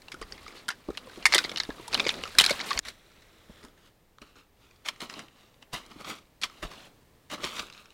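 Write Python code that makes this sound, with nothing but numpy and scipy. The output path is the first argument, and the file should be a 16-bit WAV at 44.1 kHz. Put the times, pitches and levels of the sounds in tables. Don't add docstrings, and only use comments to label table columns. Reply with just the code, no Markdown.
import sys
import numpy as np
from scipy import signal
from scipy.fft import rfft, irfft
from scipy.io import wavfile
from scipy.ndimage import uniform_filter1d

SR = 44100
rng = np.random.default_rng(int(sys.argv[2]) if len(sys.argv) > 2 else 0)


def dump(signal):
    limited = np.clip(np.atleast_2d(signal).T, -1, 1)
    pcm = np.round(limited * 32767).astype(np.int16)
    wavfile.write(sys.argv[1], SR, pcm)


N = 349801
CUT_S = 2.799


def undb(db):
    return 10 ** (np.asarray(db) / 20)


def unit(x):
    return x / np.sqrt(np.mean(x ** 2))


def curve(rows):
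    t_s, *columns = np.transpose(rows)
    return [np.interp(np.arange(N) / SR, t_s, column) for column in columns]


def colour(x, points):
    hz, db = np.transpose(points)
    grid_hz = np.maximum(np.arange(1025) * SR / 2048, 1)
    gain_db = np.interp(np.log(grid_hz), np.log(hz), db)
    cepstrum = irfft(np.log(undb(gain_db)))
    cepstrum[1:1024] *= 2
    cepstrum[1025:] = 0
    response = irfft(np.exp(rfft(cepstrum)))
    return signal.fftconvolve(x, response)[:N]


def band(x, lo_hz, hi_hz):
    sos = signal.butter(2, [lo_hz, min(hi_hz, .45 * SR)], "band", fs=SR, output="sos")
    return signal.sosfilt(sos, x)


def walk(rate):
    hold = int(SR / rate)
    steps = np.repeat(rng.standard_normal(N // hold + 1), hold)
    return 1.3 * uniform_filter1d(uniform_filter1d(steps, hold), hold)[:N]


def add(out, s, piece, db):
    start = int(s * SR)
    piece = piece[:N - start]
    out[start:start + len(piece)] += piece * undb(db) / np.max(np.abs(piece))


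def grains(rate, spread_db, smear_s, fine):
    breaks = rng.random(N) < rate / SR
    sizes = breaks * undb(spread_db * np.minimum(rng.exponential(size=N), 4))
    fade = np.exp(-1 / (smear_s * SR))
    bursts = unit(signal.lfilter([1], [1, -fade], sizes))
    return unit((bursts + fine) * rng.standard_normal(N))


def crushing(levels, spectrum, rate, spread_db, smear_s, fine, shared, creak):
    load_db, mass_db = levels
    edges_hz = [300, 1000, 1700, 2600, 3600, 5000, 7500, 19000]
    mixed = shared * grains(rate, spread_db, smear_s / 2, fine)
    for lo_hz, hi_hz in zip(edges_hz, edges_hz[1:]):
        mixed = mixed + band(grains(rate, spread_db, smear_s, fine), lo_hz, hi_hz)
    grit = colour(mixed * undb(load_db), spectrum) / np.std(colour(mixed, spectrum))

    lumps = grains(rate, spread_db / 2, 3 * smear_s, fine)
    loaded = lumps * undb(mass_db)
    body = band(loaded, 180, 590)
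    body += creak * band(loaded, 1050, 1350)
    return grit + body / np.std(band(lumps, 120, 580))


def strays(load_db, span, count, over_db, spread_db, treble_db):
    when, size, pitch, ring = rng.random((count, 4)).T
    s = span[0] + (span[1] - span[0]) * when
    db = load_db[(s * SR).astype(int)] + over_db + spread_db * size
    hz, t60 = 1100 * 4 ** pitch, .004 + 0.023 * ring
    return [(*row, treble_db, decay) for *row, decay in zip(s, db, hz, t60)]


def knocks(table, sharpness, ring_db, chips_db, settle_db, snap, rise_s):
    out, t = np.zeros(N), np.arange(6144) / SR
    half = 1 / (2 * sharpness)
    for s, db, hz, treble_db, t60 in table:
        low_db = -15.5 - 5.5 * np.log2(hz / 2000) + 3.5 * rng.standard_normal()
        fall = np.exp(-np.log(1000) * t / max(t60, .003))
        settling = undb(settle_db) * np.exp(-np.log(1000) * t / (t60 + 0.091))
        force = rng.standard_normal((4, len(t))) * (1 - np.exp(-t / rise_s)) * (fall + settling)
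        force[:, int(rise_s * SR)] += snap
        ring = band(force[0], hz * (1 - half), hz * (1 + half))
        add(out, s, ring, db + ring_db)
        chips_hz = rng.uniform(1500, 5230, size=3)
        chips = sum(band(force[1], f * (1 - half), f * (1 + half)) for f in chips_hz)
        add(out, s, chips, db + chips_db)
        crack = band(band(force[1], 1300, 6000), 1300, 6000)
        add(out, s, crack, db - 3.5)
        treble = band(band(force[2], 4400, 11000), 5200, 12500)
        add(out, s, treble, db + treble_db)
        add(out, s, band(force[3], 700, 1400), db + low_db)
    return out


def air():
    # f/Hz, relative level/dB
    hush_tone = [(12, -27), (20, 2), (38, -11.5), (130, -5), (158, -8), (388, -10), (422, -8.5), (718, -15),
                 (1530, -24), (1710, -20.5), (2080, -21.5), (9400, -30), (16000, -29.5)]
    # t/s, middle level/dB
    gusts = [(0.0, -69), (0.37, -62), (0.82, -72), (1.3, -61), (1.7, -62), (2.36, -54), (2.58, -57.5),
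             (3.24, -69), (3.75, -69.5), (4.02, -73.5), (5.1, -68.5), (5.56, -74), (5.87, -67.5),
             (7.24, -70.5), (7.44, -63.5), (7.93, -79)]
    # f/Hz, RMS level/dB
    whine_tone = [(13717, -80)]
    hush = unit(colour(rng.standard_normal(N), hush_tone)) * undb(-60.5 + 1.8 * walk(2.6))
    rumble = unit(band(rng.standard_normal(N), 22, 90)) * undb(curve(gusts)[0] + 3.3 * walk(11.0))
    (hz, db), = whine_tone
    whine = np.sqrt(2) * undb(db) * np.sin(2 * np.pi * hz * np.arange(N) / SR)
    return hush + rumble + whine


def presses():
    # peak t/s, crunch level/dB, body level re crunch/dB,
    # rise/s, hold/s, release/s (rise and release are the times for a 20 dB change)
    pack = [(2.874, -40.5, -12, 0.044, .001, 0.068), (2.936, -62, -8.5, 0.016, 0.49, 0.36),
            (3.501, -59, -2.5, 0.022, 0.11, 0.12), (3.646, -57, 4, .05, 0.0011, 0.1),
            (3.782, -66.5, -7, .02, 0.011, .05), (3.847, -60.5, -10, 0.11, 0.029, 0.052),
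            (4.22, -51, -1.5, 0.011, 0.00085, .05), (4.265, -62, -4, .03, 0.042, 0.07),
            (4.364, -56.5, -3.5, 0.026, 0.029, 0.069), (4.625, -61.5, -8.5, .08, .001, .38),
            (4.852, -41.5, -15, 0.005, 0.023, .03), (4.889, -30.5, -21, 0.022, .001, 0.017),
            (4.907, -55, -5, .01, .001, 0.26), (5.005, -41, -7, .006, .012, .03),
            (5.022, -38, -1, 0.021, .001, 0.064), (5.096, -48, -1.5, 0.0098, 0.026, 0.11),
            (5.17, -47.5, 1.5, 0.058, 0.023, 0.11), (5.402, -58, -3.5, .17, 0.0011, 0.21),
            (5.627, -53, -1.5, 0.017, .001, 0.012), (5.737, -31.5, -6, 0.011, 0.00082, .075),
            (5.83, -60, 2, 0.022, 0.051, .03), (5.908, -53.5, -0.5, .04, .001, 0.23),
            (6.01, -44.5, 2.5, 0.036, .001, 0.02), (6.1, -36.5, -3, 0.084, .001, 0.087),
            (6.418, -47.5, -7, 0.0052, 0.011, 0.032), (6.441, -33, -12, 0.01, 0.00093, 0.032),
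            (6.482, -56.5, -5, .02, .13, .02), (6.633, -37, -2, 0.015, .001, 0.057),
            (6.71, -49.5, -0.5, 0.055, 0.019, 0.19), (6.775, -53.5, -5.5, .08, 0.097, 0.032),
            (7.301, -41.5, -11, 0.0042, .01, .03), (7.316, -37.5, -2, 0.01, 0.031, 0.028),
            (7.38, -53, 8, 0.019, 0.035, .02), (7.441, -33, -10, 0.029, .001, .12),
            (7.602, -35.5, -6, 0.16, .001, .03), (7.621, -44.5, -6.5, .01, .001, 0.12),
            (7.794, -52, -9, .2, 0.0011, 0.13), (7.925, -62, -9, 0.091, 0.012, .1)]
    t, crunch, body = np.arange(N) / SR, 1e-9, 1e-9
    for s, db, body_db, rise_s, hold_s, release_s in pack:
        away = np.maximum((s - t) / rise_s, (t - s - hold_s) / release_s).clip(0, 8)
        power = undb(db - 20 * away) ** 2
        crunch = crunch + power
        body = body + power * undb(body_db) ** 2
    return 10 * np.log10(crunch), 10 * np.log10(body)


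def off_slope(x, share, lag_s):
    lag = lag_s * SR * (1 + 0.18 * walk(1.509))
    return x + share * np.interp(np.arange(N) - lag, np.arange(N), x)


def crusted_snow():
    # (3 ms at least, before the settling tail)
    cracks = [(2.8548, -33, 1900, -12, 0.047), (2.884, -23, 2570, -7.5, 0.045),
              (3.6389, -41, 1045, -1.5, .005), (3.6492, -38.5, 976, -5, .022),
              (4.1844, -40.5, 1120, -20.5, 0.0074), (4.2173, -38, 2463, -10, 0.022),
              (4.3559, -46.5, 1250, -19, .013), (4.8598, -25.5, 2240, -12, .028),
              (4.8858, -14, 2600, -13, 0.027), (4.9607, -40, 2220, -11, 0.0045),
              (5.0173, -29, 2600, -21, 0.0033), (5.0982, -23, 2600, -24, 0.0046),
              (5.1394, -26, 2450, -21, .009), (5.159, -38, 3000, -21, .008),
              (5.1995, -38, 2600, -19, 0.032), (5.2834, -42, 2586, -16, 0.0096),
              (5.5425, -48, 2410, -14.5, 0.0065), (5.6264, -33.5, 2990, -16.5, 0.0025),
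              (5.7312, -30, 3920, -6, 0.075), (5.7415, -31, 1080, -3, 0.019),
              (5.7537, -38, 1200, -12, .033), (5.863, -42, 3550, 1, .01), (5.9148, -38, 1220, -15, 0.026),
              (6.045, -32, 1280, -16.5, .047), (6.4145, -29, 4480, -7, .11),
              (6.4235, -25.5, 3810, -17, 0.072), (6.4339, -13.5, 3760, -15, 0.051),
              (6.4381, -27.5, 1490, -15, .059), (6.498, -36, 1340, -24, .01),
              (6.6269, -26, 1960, -12, 0.053), (6.7143, -38, 1015, -14, .059),
              (7.3353, -28.5, 1530, -25.5, 0.088), (7.387, -41, 1500, -18, 0.0092),
              (7.4329, -27, 1310, -21, 0.045), (7.4422, -14, 3680, -28, 0.0043),
              (7.4487, -23, 2930, -1, 0.0093), (7.565, -29.5, 3900, -7, 0.052),
              (7.5932, -21, 2500, -19, .028), (7.6025, -38.5, 1350, -14, 0.013),
              (7.6684, -37, 2920, -19, .005), (7.736, -39, 3730, -18, .009),
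              (7.7482, -37, 2920, -23, 0.0095), (7.7775, -37, 3700, -21, .008),
              (7.8572, -39, 2400, -15, .004), (7.9047, -39.5, 3030, -8, 0.0044)]
    # f/Hz, relative level/dB
    snow_tone = [(350, -47.5), (600, -2.5), (834, -10), (1310, -4.5), (1700, -8), (2910, -2.5), (3340, -5),
                 (3890, -5.5), (4580, -9.5), (8390, -17), (16000, -25.5)]
    press = presses()
    small = strays(press[0], (CUT_S, N / SR - .01), count=24, over_db=12.5, spread_db=8.0, treble_db=-10.5)
    sound = knocks([*cracks, *small], sharpness=3.64, ring_db=-8.0, chips_db=-8.0,
                   settle_db=-20.5, snap=3.6, rise_s=0.00026)
    sound += crushing(press, snow_tone, rate=400.0, spread_db=4.0, smear_s=0.0025,
                      fine=1.0, shared=0.63, creak=0.51)
    return off_slope(sound, share=0.33, lag_s=0.000835)


def thuds():
    # t/s, base level/dB, ground f/Hz, deep bump re base/dB, base decay/s (17 ms is added)
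    landings = [(0.1406, -39, 356, -28, 0.0099), (0.214, -31.5, 443, -10, 0.026),
                (0.684, -42, 210, -15, 0.024), (0.886, -22.5, 316, -15, 0.01),
                (0.9012, -25.5, 400, -20, 0.0059), (1.0695, -37, 510, -27, 0.0069),
                (1.1744, -30.5, 352, -23, 0.016), (1.2544, -39.5, 450, -11, 0.047),
                (1.3476, -30, 553, -30, 0.068), (1.3542, -24, 376, -28, 0.038),
                (1.4474, -27.5, 382, -35, 0.0059), (1.5149, -34, 480, -31, 0.0058),
                (1.6908, -20, 288, -21, 0.0048), (1.7963, -34, 352, -30, 0.0063),
                (2.0636, -20.5, 500, -37, 0.0061), (2.235, -35, 494, -17, 0.0081),
                (2.3824, -40.5, 185, -11, 0.049), (2.4087, -23, 426, -32, 0.0024),
                (2.508, -15.5, 567, -32, 0.013), (2.596, -48, 500, -20, 0.009), (2.758, -38, 660, 1, 0.037),
                (3.4949, -38.5, 217, -10, 0.03), (3.6407, -39.5, 248, -13.5, 0.054),
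                (4.216, -42, 243, -10, 0.022), (5.013, -39.5, 292, -21, 0.048),
                (5.732, -34.5, 152, -9, 0.014), (5.9595, -38.5, 302, -24, 0.017),
                (6.6249, -34, 616, -5, 0.06), (6.646, -34.5, 165, 0, 0.034), (7.325, -35.5, 600, -21, 0.11),
                (7.4323, -34, 584, -14, 0.032), (7.4443, -31, 354, -22, 0.008),
                (7.5952, -51, 272, 2, 0.015)]
    out, t = np.zeros(N), np.arange(8192) / SR
    for s, db, hz, deep_db, t60 in landings:
        swing = (1 - np.exp(-t / 0.003)) * np.exp(-np.log(1000) * t / (t60 + 0.017))
        add(out, s, np.sin(2 * np.pi * hz * t) * swing, db - 2.0)
        grit = band(band(rng.standard_normal(len(t)) * swing, 120, 650), 90, 750)
        add(out, s, grit, db - 5)
        bump = (1 - np.exp(-t / .008)) * np.exp(-t / 0.013)
        add(out, s, np.sin(2 * np.pi * rng.uniform(30, 65) * t) * bump, db + deep_db)
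    return out


def loose_scree():
    # (3 ms at least, before the settling tail)
    knocks_and_click = [(0.019, -39.5, 4180, -6.5, 0.022), (0.0829, -31.5, 2770, -17, 0.017),
                        (0.118, -26.5, 2280, -12, 0.055), (0.1422, -31.5, 1390, -5, 0.018),
                        (0.2144, -31, 1170, -6, 0.038), (0.2247, -30, 1940, -23, 0.026),
                        (0.3223, -23.5, 4850, -21, 0.018), (0.3803, -36, 2110, -21, 0.0044),
                        (0.4633, -32, 1240, -25, 0.0076), (0.4798, -28, 2260, -23, 0.01),
                        (0.5641, -39.5, 4240, -12, .16), (0.682, -20, 1650, -8.5, 0.035),
                        (0.6875, -14, 1500, -7, 0.018), (0.7026, -21.5, 1660, -18, 0.063),
                        (0.7142, -36, 1680, 1, .008), (0.8871, -40, 1140, -23, .006),
                        (0.904, -35.5, 1250, -6, .02), (0.9499, -37, 1850, -17, .004),
                        (0.9732, -20, 3070, -7.5, 0.0027), (0.9765, -22.5, 3920, -19, 0.012),
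                        (1.071, -40, 1040, -17, 0.0091), (1.1595, -34.5, 3200, -15, .004),
                        (1.2255, -30, 3000, -20, 0.033), (1.2546, 1.5, 2155, -10.5, 0.027),
                        (1.263, -10, 1990, -1.5, 0.032), (1.3229, -11, 2140, -18, 0.03),
                        (1.329, -8, 4070, -27, 0.013), (1.3375, -3, 2100, -17, 0.011),
                        (1.3461, -4.5, 3340, -4.5, 0.035), (1.3505, -16, 1890, -21, 0.011),
                        (1.3567, -9, 1990, -24, 0.01), (1.3634, -13, 4200, -26, .017),
                        (1.3809, -3.8, 3770, -8, 0.017), (1.388, -6, 5130, -21, 0.0096),
                        (1.4404, -20, 4130, -26, 0.056), (1.4482, -20, 2100, -28, .021),
                        (1.494, -21, 3540, -18, 0.02), (1.5155, -24, 2230, -13, 0.014),
                        (1.5602, -16.5, 3000, -19, 0.0055), (1.5719, -17.5, 3870, -11, 0.026),
                        (1.5778, -18, 2980, -33, 0.0067), (1.583, -18, 4400, -9, .003),
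                        (1.6004, -10.5, 3890, -30, 0.014), (1.6157, -40, 3500, -21, 0.0083),
                        (1.6345, -20, 4500, -8.5, 0.0024), (1.6511, -30, 3550, -20, 0.0068),
                        (1.7034, -27.5, 1670, -32, 0.02), (1.7975, -37.5, 980, -21, .003),
                        (1.8795, -29, 920, 4, 0.017), (1.9283, -20, 4400, -24, .014),
                        (1.9338, -19, 2580, -14, .026), (1.9444, -8, 3900, -7, 0.0074),
                        (1.9498, -10, 3070, -24, 0.009), (1.9759, -22, 2400, -33, 0.024),
                        (1.9898, -21, 4400, -23, .004), (1.9966, -10, 2450, -40, 0.023),
                        (2.0018, -10, 3540, -28, 0.0024), (2.0417, -26, 4500, -30, .024),
                        (2.0514, -20, 2450, -28, .008), (2.0655, -15, 2270, -40, 0.065),
                        (2.0839, -17.5, 4000, -4, .003), (2.0915, -5.5, 3540, -28, 0.014),
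                        (2.1017, -19.5, 2480, -16, 0.051), (2.1407, -25, 3680, -16, 0.011),
                        (2.2368, -16.5, 2830, -25, 0.0052), (2.2543, -25.5, 1250, -29, .007),
                        (2.3511, -26, 1550, -5, 0.0069), (2.3851, 5, 3920, -6.5, 0.024),
                        (2.3983, -1.5, 3100, -7, 0.023), (2.4095, -5, 3030, -4, 0.022),
                        (2.4173, -12, 3940, -2, .014), (2.4299, -23, 3860, -10, 0.014),
                        (2.4385, -9, 2470, -14, 0.011), (2.4407, -5, 3950, -12, 0.012),
                        (2.4504, -12, 3600, -3, .009), (2.4627, -5.5, 4000, -4, 0.0092),
                        (2.4784, -24, 1610, -19, .006), (2.4866, -19, 3120, -20, 0.028),
                        (2.494, -14.5, 2190, -13, 0.071), (2.4972, -13, 4160, -4, .006),
                        (2.5068, -13.5, 4340, -4.5, 0.031), (2.5167, -21, 3870, -17, 0.011),
                        (2.5268, -25, 4160, -24, .01), (2.541, -34, 3800, -24, .012),
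                        (2.5934, -21.5, 3920, -25, 0.0069), (2.602, -17.5, 2190, -14, 0.0026),
                        (2.6098, -21, 4020, -26, .02), (2.6152, -22, 4140, -13, .005),
                        (2.6898, -26, 4000, -18, 0.044), (2.706, -16, 1120, -31, 0.029),
                        (2.7156, -19, 1830, -22, 0.0033), (2.7307, -17, 4300, -15.5, .008),
                        (2.7757, -11.5, 4600, -25, 0.0053), (2.7906, -5, 7100, -5, 0.0021)]
    # t/s, grit level/dB, body level/dB
    slide_rows = [(0.0, -65, -69), (0.31, -54.5, -54.5), (0.56, -50, -54), (0.68, -60, -60),
                  (0.85, -60.5, -58), (0.92, -57, -55.5), (1.24, -49.5, -50.5), (1.27, -49, -52),
                  (1.35, -35, -45.5), (1.48, -46, -46.5), (1.72, -52, -54.5), (1.9, -49.5, -55),
                  (1.94, -39.5, -38.5), (2.05, -41, -39.5), (2.16, -44, -44.5), (2.33, -47, -55.5),
                  (2.38, -43, -49), (2.4, -34, -45.5), (2.62, -41.5, -44), (2.72, -36, -46.5),
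                  (2.8, -42.5, -44.5)]
    # f/Hz, relative level/dB
    gravel_tone = [(350, -44.5), (600, -12), (931, -10.5), (1130, -8.5), (1610, -12), (2070, -9),
                   (3390, -11), (3890, -10.5), (6200, -18.5), (9490, -21), (16000, -30.5)]
    slide = curve(slide_rows)
    small = strays(slide[0], (0, CUT_S), count=16, over_db=8.0, spread_db=8.5, treble_db=-17.5)
    sound = knocks([*knocks_and_click, *small], sharpness=7.3, ring_db=-5.5, chips_db=-9.0,
                   settle_db=-21.0, snap=4.62, rise_s=0.00028)
    return sound + crushing(slide, gravel_tone, rate=270.0, spread_db=0.5, smear_s=0.0054,
                            fine=0.27, shared=0.47, creak=0.18)


def scene():
    on_scree = np.arange(N) < CUT_S * SR
    ground = np.where(on_scree, loose_scree(), crusted_snow())
    return (ground + thuds() + air())[None]


def record(dry):
    # f/Hz, gain/dB
    housing = [(20, -0.66), (700, -1.5), (1100, 1.5), (3000, -2.1), (3900, -1), (5300, -2.5), (6200, -3),
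               (8500, -1.66), (12500, -4.5), (16000, -3)]
    rounded = np.tanh(1.5 * colour(dry[0], housing)) / 1.5
    top_cut = signal.ellip(10, .2, 75, 15900, fs=SR, output="sos")
    return signal.sosfilt(top_cut, rounded)[None]


dry = scene()
out = record(dry)
dump(out)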